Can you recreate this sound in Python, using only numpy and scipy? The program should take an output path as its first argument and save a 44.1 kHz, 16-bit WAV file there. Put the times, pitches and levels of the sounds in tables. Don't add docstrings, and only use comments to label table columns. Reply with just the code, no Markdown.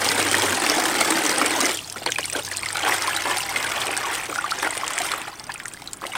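import sys
import numpy as np
from scipy import signal
from scipy.fft import rfft, irfft, next_fast_len
from scipy.io import wavfile
from scipy.ndimage import uniform_filter1d

SR = 44100
rng = np.random.default_rng(int(sys.argv[2]) if len(sys.argv) > 2 else 0)


def int16_out(signal):
    q = np.round(np.clip(np.atleast_2d(signal).T, -1, 1) * 32767)
    wavfile.write(sys.argv[1], SR, q.astype(np.int16))


N = 272097

# [t/s, swell of the babble level/dB]
GLUGS = [(0.03, 0.5), (0.11, 0.5), (0.2, 2.5), (0.3, -0.5), (0.36, 1), (0.435, 2), (0.595, -1.5), (0.65, 1),
         (0.709, 2.5), (0.78, 2), (1.01, 3), (1.105, 3), (1.18, 2), (1.23, -0.5), (1.285, 2), (1.431, 3),
         (1.635, 2)]
# [t/s, bubble level/dB, spray level/dB]
STIR = [(1.8, -45.5, -44), (2.03, -45, -49), (2.25, -41.5, -38), (2.46, -42, -36.5), (2.7, -36.5, -38),
        (2.8, -29, -34), (3.12, -28, -32.5), (3.45, -33.5, -34), (3.6, -28.5, -33.5), (4.15, -29.5, -36.5),
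        (4.3, -35, -38), (4.8, -33, -38.5), (4.98, -30.5, -36), (5.15, -31, -36.5), (5.33, -43.5, -46),
        (5.6, -44.5, -47.5), (5.98, -48.5, -48), (6.17, -35.5, -40)]
# [t/s, hold/s, bubble level/dB, gurgle level/dB, spray level/dB]
SPLASHES = [(1.957, .012, -39, -39, -48), (2.011, 0.017, -39.5, -39, -52), (2.058, .012, -28, -30.5, -33),
            (2.179, 0.0092, -32.5, -34, -36), (2.322, .03, -38, -39, -40), (2.35, .035, -32.5, -32, -42),
            (2.508, 0.019, -39.5, -46, -35), (2.624, 0.032, -39, -59, -48),
            (2.829, 0.099, -25.5, -33.5, -31), (3.078, 0.018, -30.5, -48, -44),
            (3.249, 0.093, -27.5, -35.5, -36), (3.321, 0.049, -35.5, -49, -31.5),
            (3.542, 0.035, -38, -38.5, -45), (3.759, 0.017, -30.5, -40, -35), (3.86, 0.051, -39, -38, -42),
            (4.067, 0.065, -34, -45, -35), (4.283, .025, -47, -36.5, -36), (4.37, .03, -37, -55, -53),
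            (4.449, .02, -39, -54, -34), (4.54, 0.054, -44, -45, -34.5), (4.623, 0.038, -26.5, -34, -47),
            (4.765, 0.018, -48, -39, -46), (4.976, 0.07, -36, -48, -33.5), (5.107, 0.033, -35, -45, -50),
            (5.267, .015, -35.5, -52, -52), (5.489, .008, -35, -52, -49), (6.022, .035, -39, -40, -47),
            (6.148, .025, -30.5, -51, -42)]
# [f/Hz, relative level per hertz/dB]
DEEP_SPECTRUM = [(90, -23), (150, -13.5), (200, -11), (255, -5), (320, -2.5), (400, -3), (520, -3),
                 (750, -6.5), (1200, -38)]
# [f/Hz, relative level per hertz/dB]
GURGLE_SPECTRUM = [(90, -28), (150, -21), (200, -10.5), (260, -8), (320, -2.5), (400, -1.5), (560, 0.5),
                   (750, -4), (1200, -52)]
# [f/Hz, relative level per hertz/dB]
BABBLE_SPECTRUM = [(350, -37), (550, -13.5), (750, -3.5), (1200, -2.5), (2200, -3), (2750, -8), (3500, -12),
                   (6000, -57.5)]
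# [f/Hz, relative level per hertz/dB]
SPRAY_SPECTRUM = [(1800, -36), (2700, -6), (3200, -1), (3800, -2.5), (5300, -2), (6900, -5), (8000, -1.5),
                  (8900, -0.5), (10000, -8), (11400, -15), (14100, -12.5), (16000, -20)]
# [t/s, starting pitch f/Hz, relative level/dB, t60/s]
BUBBLES = [(0.088, 4840, -11, .012), (0.344, 1850, 9, 0.0061), (0.482, 1670, 0.5, 0.0078),
           (0.783, 710, -6, 0.034), (0.855, 1680, -2, 0.012), (1.012, 1300, -1, .014),
           (1.415, 1250, 5.5, 0.01), (1.79, 2850, -7.5, 0.0096), (1.96, 1350, -13, 0.018),
           (2.019, 665, -10, 0.012), (2.062, 930, -6.5, 0.025), (2.062, 4380, -3.5, .013),
           (2.075, 3220, -4, .008), (2.094, 1570, -10, 0.021), (2.121, 3020, -0.5, 0.0065),
           (2.16, 2450, -7, 0.018), (2.186, 1000, -5, 0.011), (2.185, 1790, 0, 0.0077),
           (2.23, 2860, -9, .011), (2.242, 4260, -10.5, .014), (2.245, 2200, -14, .02),
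           (2.298, 2450, -13, 0.015), (2.327, 5900, -10.5, .01), (2.35, 1510, -10.5, 0.026),
           (2.394, 2820, -11, .012), (2.424, 3680, -19, .017), (2.478, 1690, -19, .022),
           (2.515, 1900, -8.5, .014), (2.536, 4820, -13, .01), (2.55, 2580, -16.5, .022),
           (2.632, 2220, -0.5, 0.0054), (2.633, 4380, -17, .022), (2.661, 1990, -6, 0.016),
           (2.687, 4520, -6.5, 0.0088), (2.704, 1800, -7, 0.011), (2.756, 1350, -5, .011),
           (2.776, 840, -9, 0.013), (2.832, 3050, -5.5, 0.009), (2.87, 850, -0.5, 0.012),
           (2.88, 1090, -3, .021), (2.922, 1960, 0.5, 0.013), (3.079, 1040, -4, 0.028),
           (3.163, 3920, -10.5, 0.041), (3.27, 684, -3.5, 0.012), (3.405, 2780, -7, .013),
           (3.488, 2110, -14.5, .04), (3.561, 2040, -4.5, 0.019), (3.646, 1560, -9, 0.028),
           (3.779, 3280, -7.5, 0.0088), (3.817, 3370, 0, 0.0058), (3.892, 736, -1.5, 0.0097),
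           (4.046, 1104, -12.5, .05), (4.072, 854, -4, 0.01), (4.327, 1240, -9.5, 0.019),
           (4.359, 1440, -0.5, 0.008), (4.386, 1410, -6.5, 0.024), (4.442, 1163, -6, 0.041),
           (4.52, 1315, -2.5, .028), (4.6, 3350, -13, 0.0092), (4.63, 950, -3, .009),
           (4.669, 776, 0.5, 0.011), (4.674, 1350, 0, 0.01), (4.725, 846, -10, .012),
           (4.834, 1080, -2.5, .013), (4.98, 2090, -.5, 0.0075), (5.137, 1200, 2, .008),
           (5.28, 795, -13.5, .018), (5.494, 965, -9.5, 0.015), (5.498, 1650, -12.5, .022),
           (5.558, 2400, -13.5, 0.012), (5.601, 1750, -8, 0.0074), (5.657, 1800, -4.5, 0.0067),
           (5.745, 1660, -22, .02), (5.822, 850, -15, 0.011), (5.875, 3890, -9.5, 0.0076),
           (6.019, 1160, -9.5, .01), (6.039, 1100, -4, 0.01), (6.051, 580, -10.5, 0.016),
           (6.12, 2850, -18.5, .02), (6.135, 2220, -15, 0.022), (6.153, 1510, -8, .012)]
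# [t/s, relative tick level/dB, centre of the tick f/Hz, relative slap-to-tick level/dB]
SPLATS = [(0.0887, -4.5, 4960, -16), (0.202, -5, 3260, -1), (0.3144, -4, 9150, -18), (0.383, -5, 8300, -16),
          (0.4212, -4, 3300, -16), (0.6646, -5.5, 3280, 1), (0.6984, -2, 5360, -15),
          (0.8546, -9, 3000, -10), (1.0077, -5, 8550, -17), (1.105, -4.5, 8370, -22),
          (1.264, -1, 6420, -20), (1.294, -6, 5370, -24), (1.3838, -4.5, 9200, -24),
          (1.461, -3.5, 8100, -14), (1.6128, -3.5, 5670, -13), (1.6557, -3, 6100, -22),
          (1.755, -17, 3760, -22), (1.7726, -11, 3330, -24), (1.8993, -13, 5900, -27),
          (1.983, -18.5, 3410, -12), (2.034, -25, 4320, 1), (2.062, -7, 4740, -8), (2.1036, -14, 8480, -15),
          (2.1204, -6.5, 5930, -2), (2.1582, -17, 3190, -6), (2.185, -9, 9550, 0.5),
          (2.2085, -13, 6270, -19), (2.256, -7.5, 9080, -29), (2.2998, -12, 8160, -20),
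          (2.332, -9, 8900, -11), (2.363, -12, 3350, -8), (2.3923, -17, 3020, -10),
          (2.4498, -14, 6180, -10), (2.4877, -15, 8200, -16), (2.5702, -6.5, 7660, -29),
          (2.659, -14, 8600, -0.5), (2.6868, -17, 4750, -17), (2.729, -11.5, 9010, -22),
          (2.77, -7.5, 4200, -9), (2.9523, -15, 8830, -7), (3.022, -7.5, 5480, -11),
          (3.0745, -7.5, 4450, -11), (3.1649, -8.5, 3980, -10), (3.371, -12, 5000, -3),
          (3.5604, -13.5, 3030, 7), (3.6275, -8.5, 3970, -8), (3.8693, -13, 8130, -1),
          (3.9676, -6.5, 5800, -20), (3.9758, -6, 8550, -20), (4.5137, -10.5, 4840, -15),
          (4.63, -14, 3200, -4), (4.7072, -10.5, 8000, -22), (4.777, -10, 9170, -3), (4.8794, -7, 7300, -9),
          (4.9346, -11, 8080, -19), (4.979, -9, 8050, -16), (4.987, -4, 7100, -26), (5.018, -10, 4140, -1),
          (5.117, -7, 3900, -3.5), (5.2166, -17.5, 3150, 4), (5.397, -18.5, 5000, -20),
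          (5.441, -21, 5900, -19), (5.5192, -19, 4500, -20), (5.541, -16, 9400, -22), (5.6, -22, 3030, 3),
          (5.6563, -15, 6700, -19), (5.6822, -14.5, 8800, -24), (5.737, -16.5, 8700, -27),
          (5.82, -23.5, 3780, 0), (5.8747, -18.5, 3600, -22), (5.9329, -9.5, 7400, -28),
          (6.067, -14, 2840, -18), (6.1538, -18, 2960, 7.5)]
# [f/Hz, relative level per hertz/dB]
SLAP_SPECTRUM = [(100, -24), (300, -7), (900, -33), (2200, 6), (3500, 3), (7000, -33)]
# [f/Hz, width/Hz, level/dB]
HOLLOW_MODES = [(314.5, 53, 1.5), (817, 80, -7.5), (1420, 23, -9), (2000, 120, -23)]
# [f/Hz, relative level per hertz/dB]
AIR_SPECTRUM = [(20, -7), (40, -4), (55, 4), (72, -8), (135, 4.5), (180, -1.5), (300, 1), (550, -8),
                (850, -5), (1400, -7.5), (3000, -23.5), (9000, -28), (16000, -20)]
# [t/s, relative level/dB]
HUM_COURSE = [(0, -47), (0.4, -40), (0.52, -40), (0.62, -58), (1.9, -53.5), (2.45, -49.5), (3.9, -52),
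              (4.2, -57), (6.17, -62)]
# [f/Hz, relative level per hertz/dB]
RUMBLE_SPECTRUM = [(60, -25), (85, -4), (110, 5), (150, -1), (220, -44)]

POUR_END_S, POUR_FALL_DB_PER_S = 1.699, 190
POUR_DEEP_DB, POUR_BABBLE_DB, POUR_SPRAY_DB = -32.5, -26, -28
POUR_DULLING_DB_PER_S = 1
DRIBBLE_DB, DRIBBLE_FADE_DB_PER_S = -39, 8
GLUG_WIDTH_S, GLUG_DEEP, GLUG_SPRAY = 0.02, 2.27, 0.41
STIR_GURGLE_DB = -14
SPLASH_ATTACK_S, SPLASH_FALL_DB_PER_S = .005, 330
SPRAY_LAG_S = 0.041
FULL_CHURN_DB, THINNING_DB = -25, 19
BUBBLE_RISE = .1
TOP_HZ = 15950


def amp(db):
    return 10 ** (np.asarray(db) / 20)


def unit(x):
    return x / np.sqrt(np.mean(x ** 2) + 1e-20)


def along(points, hz):
    f, v = np.transpose(points)
    return np.interp(np.log(hz + 1), np.log(f + 1), v)


def curves(rows):
    s, *cols = np.transpose(rows)
    return [np.interp(np.arange(N) / SR, s, c) for c in cols]


def add(track, s, sound):
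    part = track[max(round(s * SR), 0):][:len(sound)]
    part += sound[:len(part)]


def filtered(x, response):
    size = next_fast_len(len(x) + 8192)
    spectrum = rfft(x, size) * response(np.fft.rfftfreq(size, 1 / SR))
    return irfft(spectrum, size)[:len(x)]


def coloured(x, level_db, size=2048):
    gain = amp(level_db(np.fft.rfftfreq(size, 1 / SR)))
    cepstrum = irfft(np.log(gain + 1e-6))
    cepstrum[1:size // 2] *= 2
    cepstrum[size // 2 + 1:] = 0
    impulse = irfft(np.exp(rfft(cepstrum)))
    return signal.fftconvolve(x, impulse)[:len(x)]


def noise(spectrum):
    return unit(filtered(rng.standard_normal(N), lambda hz: amp(along(spectrum, hz))))


def heavy_tail(draw, spread_db):
    return amp(spread_db * np.minimum(-np.log(1 - draw), 3))


def pour(lag=0):
    t = np.arange(N) / SR
    return amp(-POUR_FALL_DB_PER_S * np.maximum(t - POUR_END_S - lag, 0))


def splash(s, hold):
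    age = np.arange(N) / SR - s
    rise = np.clip(age / SPLASH_ATTACK_S, 0, 1)
    return rise * amp(-SPLASH_FALL_DB_PER_S * np.clip(age - hold, 0, 1))


def flow():
    t = np.arange(N) / SR
    glug_db = sum(db * np.exp(-np.minimum(((t - s) / GLUG_WIDTH_S) ** 2, 20)) for s, db in GLUGS)
    stir, thrown = amp(curves(STIR))

    deep = pour() * amp(POUR_DEEP_DB + GLUG_DEEP * glug_db)
    gurgle = (stir * amp(STIR_GURGLE_DB)) ** 2
    babble = stir ** 2 + (pour() * amp(POUR_BABBLE_DB + glug_db)) ** 2
    pour_spray_db = POUR_SPRAY_DB - POUR_DULLING_DB_PER_S * t + GLUG_SPRAY * glug_db
    dribble_db = DRIBBLE_DB - DRIBBLE_FADE_DB_PER_S * np.maximum(t - POUR_END_S, 0)
    spray = thrown ** 2 + (pour(SPRAY_LAG_S) * amp(pour_spray_db)) ** 2 + amp(dribble_db) ** 2

    for s, hold, bubble_db, gurgle_db, spray_db in SPLASHES:
        shape = splash(s, hold)
        gurgle += (amp(gurgle_db) * shape) ** 2
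        babble += (amp(bubble_db) * shape) ** 2
        add(spray, SPRAY_LAG_S, (amp(spray_db) * shape) ** 2)
    return deep, np.sqrt(gurgle), np.sqrt(babble), np.sqrt(spray)


def ring(t, hz, t60, rise):
    t, hz, t60 = np.float32(t), np.float32(hz), np.float32(t60)
    age, turns = t / t60, t * hz
    fade = np.exp(np.float32(-np.log(1000)) * np.minimum(age, 10))
    swell = 1 - np.exp(-np.minimum(turns, 20))
    return fade * swell * np.sin(2 * np.pi * turns * (1 + np.float32(rise / 2) * age))


def surges(rate, t60, spread_db, swell=0.0043):
    jitter, weight = rng.random((int(rate * N / SR), 2)).T
    at = ((np.arange(len(jitter)) + 2 * jitter) * SR / rate).astype(int)
    blows = np.bincount(at, amp(spread_db * weight), N)[:N]
    t = np.arange(SR // 10) / SR
    stirred = amp(-60 * t / t60) * (1 - np.exp(-t / swell))
    return unit(signal.fftconvolve(blows, stirred)[:N].clip(0))


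def swarm(spectrum, busy, surge, low_hz, high_hz, rate, cycles, spread_db, rise, wash_db, count):
    when, size, pitch, life, chance = rng.random((count, 5)).T
    at = (when * N).astype(int)
    born = chance < busy[at] * rate * N / SR / count
    at, size, pitch, life = at[born], size[born], pitch[born], life[born]

    hz = (low_hz * (high_hz / low_hz) ** pitch)[:, None]
    t60 = cycles * 2 ** (2 * life[:, None] - 1) / hz
    t = np.arange(int(min(cycles / low_hz, .06) * SR)) / SR
    strength = heavy_tail(size, spread_db) * surge[at]
    grains = strength[:, None] * hz * ring(t, hz, t60, rise)
    places = at[:, None] + np.arange(len(t))
    ringing = np.bincount(places.ravel(), grains.ravel(), N)[:N]
    ringing = unit(coloured(ringing, lambda f: along(spectrum, f)))

    wash = unit(np.sqrt(busy) * surge * noise(spectrum))
    mix = ringing + amp(wash_db) * wash
    power = uniform_filter1d(uniform_filter1d(mix ** 2, size=2400), size=2400)
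    return mix / np.sqrt(np.abs(power) + 1e-6)


def patter(busy, surge, rate, spread_db, count=4000):
    when, size, chance = rng.random((count, 3)).T
    at = (when * N).astype(int)
    falls = chance < np.sqrt(busy[at]) * rate * N / SR / count
    clicks = np.bincount(at, falls * surge[at] * heavy_tail(size, spread_db), N)
    return unit(coloured(clicks, lambda f: along(SPRAY_SPECTRUM, f)))


def churn(gains, steady=1.0, own=0.35, patter_db=-7.5):
    deep_gain, gurgle_gain, babble_gain, spray_gain = gains
    busy = np.minimum(babble_gain / amp(FULL_CHURN_DB), 1) ** (20 / THINNING_DB)
    shared = surges(rate=85, t60=0.024, spread_db=6.5) + steady

    def surge():
        return unit(shared + own * surges(rate=130, t60=0.014, spread_db=19))

    deep = swarm(DEEP_SPECTRUM, busy, surge(), 179.6, 757, rate=450, cycles=12.0,
                 spread_db=-1.5, rise=0.099, wash_db=-1, count=4000)
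    gurgle = swarm(GURGLE_SPECTRUM, busy, surge() ** 0.9, 278, 810, rate=700, cycles=7.9,
                   spread_db=2.5, rise=.1, wash_db=4, count=5000)
    babble = swarm(BABBLE_SPECTRUM, busy, surge() ** 0.7, 540.0, 3427, rate=1300, cycles=16.0,
                   spread_db=3.6, rise=0.24, wash_db=-3.0, count=10000)
    fizz = swarm(SPRAY_SPECTRUM, busy, surge(), 2697, 15870, rate=2200, cycles=36,
                 spread_db=4, rise=0.053, wash_db=-4.0, count=16000)
    spray = fizz + amp(patter_db) * patter(busy, shared, rate=220, spread_db=7.0)
    return deep_gain * deep + gurgle_gain * gurgle + babble_gain * babble + spray_gain * spray


def bubbles():
    track, t = np.zeros(N), np.arange(SR // 12) / SR
    for s, hz, db, t60 in BUBBLES:
        add(track, s, amp(db - 4.5) * ring(t, hz, t60, BUBBLE_RISE))
    return track


def plinks(spray_gain, low_hz=1700, high_hz=6500, t60=.018, level_db=5, spread_db=8, count=100):
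    track, t = np.zeros(N), np.arange(SR // 25) / SR
    for k, (when, pitch, size) in enumerate(rng.random((count, 3))):
        at = int((k + when) * N / count)
        gain = spray_gain[at] * amp(level_db + spread_db * (size - .5))
        hz = low_hz * (high_hz / low_hz) ** pitch
        add(track, at / SR, gain * ring(t, hz, t60, BUBBLE_RISE))
    return track


def splat(t, t60, click, level_db):
    burst = rng.standard_normal(len(t)) * amp(-60 * t / t60)
    burst[0] += click
    impact = coloured(burst, level_db)
    return impact / np.abs(impact).max()


def splats(tick_t60=.014, slap_t60=0.041, focus_db=11, focus_octaves=0.29):
    track, t = np.zeros(N), np.arange(SR // 20) / SR
    for s, db, tick_hz, slap_db in SPLATS:
        def tick_level(f):
            octaves = np.log2((f + 1) / tick_hz)
            return along(SPRAY_SPECTRUM, f) + focus_db * np.exp(-(octaves / focus_octaves) ** 2)

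        tick = splat(t, tick_t60, 7.9, tick_level)
        slap = splat(t, slap_t60, 15, lambda f: along(SLAP_SPECTRUM, f))
        add(track, s, amp(db - 1.0) * (tick + amp(slap_db - 2.0) * slap))
    return track


def basin(x, walls_db=-9, t60=0.052, size=4096):
    echoes, t = np.zeros(N), np.arange(size) / SR
    for start in range(0, N, size):
        tail = rng.standard_normal(size) * amp(-60 * t / t60) * (t > .001)
        tail /= np.linalg.norm(tail)
        add(echoes, start / SR, signal.fftconvolve(x[start:start + size], tail))

    def hollow(f):
        return 1 + sum(amp(db) * 1j * f * width / (centre * centre - f * f + 1j * f * width)
                       for centre, width, db in HOLLOW_MODES)

    return filtered(x + amp(walls_db) * echoes, hollow)


def outdoors(air_db=-47, hum_hz=97, waver_hz=4, rumble_share=0.45):
    wander = unit(filtered(rng.standard_normal(N), lambda f: np.exp(-(f / 12) ** 2)))
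    tone = unit(np.sin(2 * np.pi * np.cumsum(hum_hz + waver_hz * wander) / SR))
    hum = tone + rumble_share * noise(RUMBLE_SPECTRUM)
    return amp(air_db) * noise(AIR_SPECTRUM) + amp(curves(HUM_COURSE)[0] - 0.5) * hum


def scene():
    gains = flow()
    water = churn(gains) + bubbles() + plinks(gains[-1]) + splats()
    return (basin(water) + outdoors())[None]


def record(dry):
    return np.array([filtered(channel, lambda hz: 1 / (1 + (hz / TOP_HZ) ** 200)) for channel in dry])


dry = scene()
out = record(dry)
int16_out(out)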